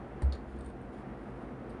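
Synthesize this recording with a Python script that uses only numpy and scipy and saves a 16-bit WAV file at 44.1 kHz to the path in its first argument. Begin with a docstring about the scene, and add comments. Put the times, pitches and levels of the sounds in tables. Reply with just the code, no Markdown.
"""An air conditioner hums and blows in a small room, from start to end. A steam iron is set down on a
padded ironing board: its shell taps, the padding knocks and the board booms. Hard plastic clacks follow.
The iron then swishes over the cloth three times. The first, heavy stroke makes the board shudder and
the iron's loose parts tick. Near the end, the shell taps again faintly."""
import sys
import numpy as np
from scipy import signal
from scipy.fft import rfft, irfft, next_fast_len
from scipy.io import wavfile
from scipy.ndimage import map_coordinates

SR = 44100
rng = np.random.default_rng(int(sys.argv[2]) if len(sys.argv) > 2 else 0)


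def bounce(signal):
    """Save signal as a 16-bit WAV file at the path given by the first command-line argument."""
    frames = np.transpose(np.atleast_2d(signal))
    limited = np.clip(frames, -1, 1)
    pcm = np.round(limited * 32767).astype(np.int16)
    wavfile.write(sys.argv[1], SR, pcm)


N = 79380  # 1.8 seconds

# when the iron's shell taps: start_s, level_db
TAP_TIMES = [(0.2205, -36), (0.2280, -45), (1.6960, -52), (1.7040, -50), (1.7260, -57)]
# a tap's tone colour (how strong each pitch is): pitch_hz, relative_db
TAP_COLOUR = [(800, -13.5), (1800, 0), (2800, -22.5), (3600, -10), (4050, 2.5), (4300, -8.5), (4700, -1),
              (5200, -14), (6200, -15.5), (7700, -12), (8500, -1.5), (9300, -6), (10300, -10),
              (11500, -10.5)]
def shell_taps():
    """The iron's shell rings briefly as it lands, and again faintly near the end."""
    return clicks(TAP_TIMES, TAP_COLOUR, scrape=0.34, scrape_fade_s=0.012, echo_db=-2)


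# the low notes the board rings at: pitch_hz, relative_db, rise_s, fade_s
BOARD_NOTES = [(67.7, 6.5, 0.03, .32), (104, -16, 0.012, 0.28), (125.5, -11, .004, 0.14),
               (165, -24, 0.0075, 0.34)]
LANDING_S, HAND_DAMPS_S = 0.2185, 0.355
def board_boom():
    """The iron's weight makes the board swell into a low boom, until the hand quiets it."""
    t = np.maximum(seconds() - LANDING_S, 0)
    boom = np.zeros(N)
    for hz, db, rise_s, fade_s in BOARD_NOTES:
        swell = 1 - np.exp(-(t / rise_s) ** 2)
        boom += amp(db) * swell * fade(t, fade_s) * np.sin(2 * np.pi * hz * t)
    return -amp(-18) * boom * fade(seconds() - HAND_DAMPS_S, fade_s=0.06)


# the knock's dull tone colour: pitch_hz, relative_db
KNOCK_COLOUR = [(120, -5), (250, -2), (600, 3), (1200, -5), (2000, -16), (3500, -27), (6000, -48)]
def padding_knock():
    """The iron's flat base meets the padding with a short, dull burst of noise."""
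    t = seconds() - LANDING_S
    rise = np.clip(t / 0.0016, 0, 1)
    return amp(-42) * noise(KNOCK_COLOUR) * rise * fade(t, fade_s=0.095)


# when the plastic clacks: start_s, level_db
CLACK_TIMES = [(0.3240, -33.5), (0.3318, -39), (0.3515, -46)]
# a clack's tone colour: pitch_hz, relative_db
CLACK_COLOUR = [(800, -17), (2600, -14), (3600, -2), (3950, 7.5), (4150, 5), (4400, 8), (4750, -3),
                (5500, -8.5), (6200, -16), (6900, -6), (7600, -25), (8800, -10), (9600, -12),
                (10300, -16.5)]
def plastic_clacks():
    """The hard plastic of the iron and its cord clacks just after the landing."""
    return clicks(CLACK_TIMES, CLACK_COLOUR, scrape=0.48, scrape_fade_s=0.007, echo_db=-1.5)


# the iron's strokes over the cloth: start_s, end_s, level_db
STROKES = [(0.46, 0.73, -75.5), (.90, 1.043, -76), (1.158, 1.475, -78.5)]
# the tone colour of rubbed cloth: pitch_hz, relative_db
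CLOTH_COLOUR = [(1500, -5.5), (3200, 8), (4000, 2), (4700, 0.5), (5300, -4), (6000, -10), (6900, -1),
                (7600, -8), (9200, 0), (10500, -7)]
def cloth_swishes():
    """The iron's base rubs the cloth, making a grainy hiss on each stroke."""
    push = sum(amp(db) * gate(start_s, end_s, edge_s=0.03) for start_s, end_s, db in STROKES)
    return push * noise(CLOTH_COLOUR) * amp(2 * wobble(55))


def board_shudder():
    """The first, heavy stroke drags on the board and keeps its lowest note going."""
    pitch_hz = 65.2
    tone = unit(np.sin(2 * np.pi * pitch_hz * seconds() + 0.2 * wobble(7.1)))
    return tone * amp(-45.5 + wobble(17.7)) * gate(start_s=0.465, end_s=0.71, edge_s=0.02)


# when the loose parts tick: start_s, level_db
TICK_TIMES = [(0.5885, -53), (0.5950, -69), (0.6087, -44), (0.6470, -48), (0.6617, -41.5), (0.6885, -55),
              (0.7005, -50), (0.8163, -56)]
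# a tick's tone colour: pitch_hz, relative_db
TICK_COLOUR = [(800, -36), (2800, -18), (3550, -2.5), (4000, -10), (4500, -2), (5200, -14), (6300, -27),
               (7700, -12), (8400, -4), (8900, 5), (9500, -8), (10500, -27)]
def loose_part_ticks():
    """Loose parts in the iron tick finely as it slides."""
    return clicks(TICK_TIMES, TICK_COLOUR, scrape=0.3, scrape_fade_s=0.004, echo_db=-2)


# the tone colour of the rushing air: pitch_hz, relative_db
AIR_COLOUR = [(100, -18.5), (165, -8), (200, -0.5), (255, 1.5), (290, -2.5), (370, -3), (430, -6.5),
              (750, -10.5), (950, -14.5), (1350, -16.5), (2000, -23.5), (2800, -32.5), (4000, -42.5),
              (6000, -50.5), (7700, -63), (9400, -49.5), (10500, -70)]
# how loud the rushing air is over time: time_s, level_db
AIR_LEVEL = [(0, -45), (.2, -45), (.45, -48), (.8, -47), (1.05, -45.5), (1.3, -45.5), (1.55, -46),
             (1.8, -44.5)]
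# the motor's tones: pitch_hz, level_db
MOTOR_TONES = [(49, -58.5), (57.5, -56), (129.2, -60.5), (207, -57.5), (251, -67.5), (344.3, -59.5),
               (464.5, -60), (506, -70.5), (703, -67), (756, -65.5), (1109, -84.5), (1687, -83.5),
               (1917, -81.5), (2266, -97)]
# the tone colour of the room's low rumble: pitch_hz, relative_db
RUMBLE_COLOUR = [(20, -57), (40, -34), (48, 0), (58, 0), (70, 0), (95, 0), (110, -5), (128, 8.5), (146, 2),
                 (162, -23), (190, 0), (240, -48)]
def air_conditioner():
    """Air rushes, the motor hums a little unsteadily, and the room rumbles at its own low notes."""
    t = seconds()
    air_db = np.interp(t, *np.transpose(AIR_LEVEL))
    air = noise(AIR_COLOUR) * amp(air_db + 0.66 * wobble(11.7))
    hum = np.zeros(N)
    for hz, db in MOTOR_TONES:
        level = amp(db + 1.47 * wobble(5.15))
        phase = 2 * np.pi * (hz * t + rng.random()) + 0.43 * wobble(5.8)
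        hum += level * unit(np.sin(phase))
    rumble = amp(-52) * noise(RUMBLE_COLOUR)
    return air + hum + rumble


# quick echoes off the near walls: delay_s, gain
WALL_ECHOES = [(.0017, 0.1), (.0028, 0.61), (.0082, .15), (0.012, 0.083)]
# how long the room rings at each pitch: pitch_hz, fade_s
ROOM_FADE = [(200, .3), (4000, 0.19), (10000, 0.15)]
def room(x, echo_db):
    """Sound bounces off the near walls and blurs into a fading tail, whose level is echo_db."""
    hz, t, bands = signal.stft(rng.standard_normal(SR // 3), SR, nperseg=256)
    tail = signal.istft(bands * fade(t, along(ROOM_FADE, hz)[:, None]), SR, nperseg=256)[1]
    echoes = amp(echo_db) * tail / np.linalg.norm(tail)
    echoes[0] += 1  # the direct sound
    for delay_s, gain in WALL_ECHOES:
        echoes[round(delay_s * SR)] += gain
    return signal.fftconvolve(x, echoes)


def clicks(times, colour, scrape, scrape_fade_s, echo_db):
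    """Each contact is a snap and a brief scrape that make the plastic and the room ring."""
    out, plastic, t = np.zeros(2 * N), ring(colour), np.arange(1024) / SR
    for start_s, db in times:
        force = scrape * rng.standard_normal(len(t)) * fade(t, scrape_fade_s)
        force[0] = 1  # the snap
        hit = room(amp(db) * np.convolve(force, plastic), echo_db)
        out[round(start_s * SR):][:len(hit)] += hit
    return out[:N]


def ring(colour, size=2048):
    """How an object with this tone colour rings after one sharp hit."""
    gains = amp(along(colour, np.fft.rfftfreq(size, 1 / SR)))
    cepstrum = irfft(np.log(gains))
    # fold it so that all the ringing comes after the hit
    cepstrum[1:size // 2] *= 2
    cepstrum[size // 2 + 1:] = 0
    ringing = irfft(np.exp(rfft(cepstrum)))
    return ringing / np.linalg.norm(ringing)


def noise(colour):
    """Noise with this tone colour, at a standard level."""
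    return unit(filtered(rng.standard_normal(N), lambda hz: amp(along(colour, hz))))


def filtered(x, gain_at):
    """Turn each pitch in x up or down by gain_at(hz)."""
    size = next_fast_len(N + SR // 2)
    return irfft(rfft(x, size) * gain_at(np.fft.rfftfreq(size, 1 / SR)), size)[:N]


def along(table, hz):
    """Read a table between its pitches, with octaves evenly spaced."""
    pitches, values = np.transpose(table)
    return np.interp(np.log(hz + 1), np.log(pitches + 1), values)


def wobble(rate_hz):
    """A smooth curve through rate_hz random values a second."""
    return map_coordinates(rng.standard_normal(256), [seconds() * rate_hz], mode="wrap")


def gate(start_s, end_s, edge_s):
    """Rise, hold and fall between two times."""
    t = seconds()
    return np.clip(np.minimum(t - start_s, end_s - t) / edge_s, 0, 1)


def fade(t, fade_s):
    """Die away from t = 0, dropping 60 dB every fade_s seconds."""
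    return np.exp(-np.log(1000) * np.maximum(t, 0) / fade_s)


def amp(db):
    """Turn decibels into a number to multiply by."""
    return 10 ** (np.asarray(db) / 20)


def unit(x):
    """Scale to an average (rms) level of 1."""
    return x / np.sqrt(np.mean(x ** 2) + 1e-20)


def seconds():
    """The time of each sample."""
    return np.arange(N) / SR


def scene():
    """The iron at work over the air conditioner, in one channel."""
    plastic = shell_taps() + plastic_clacks() + loose_part_ticks()
    landing = board_boom() + padding_knock()
    sliding = board_shudder() + cloth_swishes()
    return (plastic + landing + sliding + air_conditioner())[None]


def record(dry):
    """The highest treble is cut away, leaving only a faint hiss up there."""
    top_hz, hiss_top_hz = 10500, 15450
    kept = filtered(dry[0], lambda hz: 1 / np.sqrt(1 + (hz / top_hz) ** 100))
    hiss = amp(-96) * rng.standard_normal(N)
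    return filtered(kept + hiss, lambda hz: hz < hiss_top_hz)[None]


dry = scene()
out = record(dry)
bounce(out)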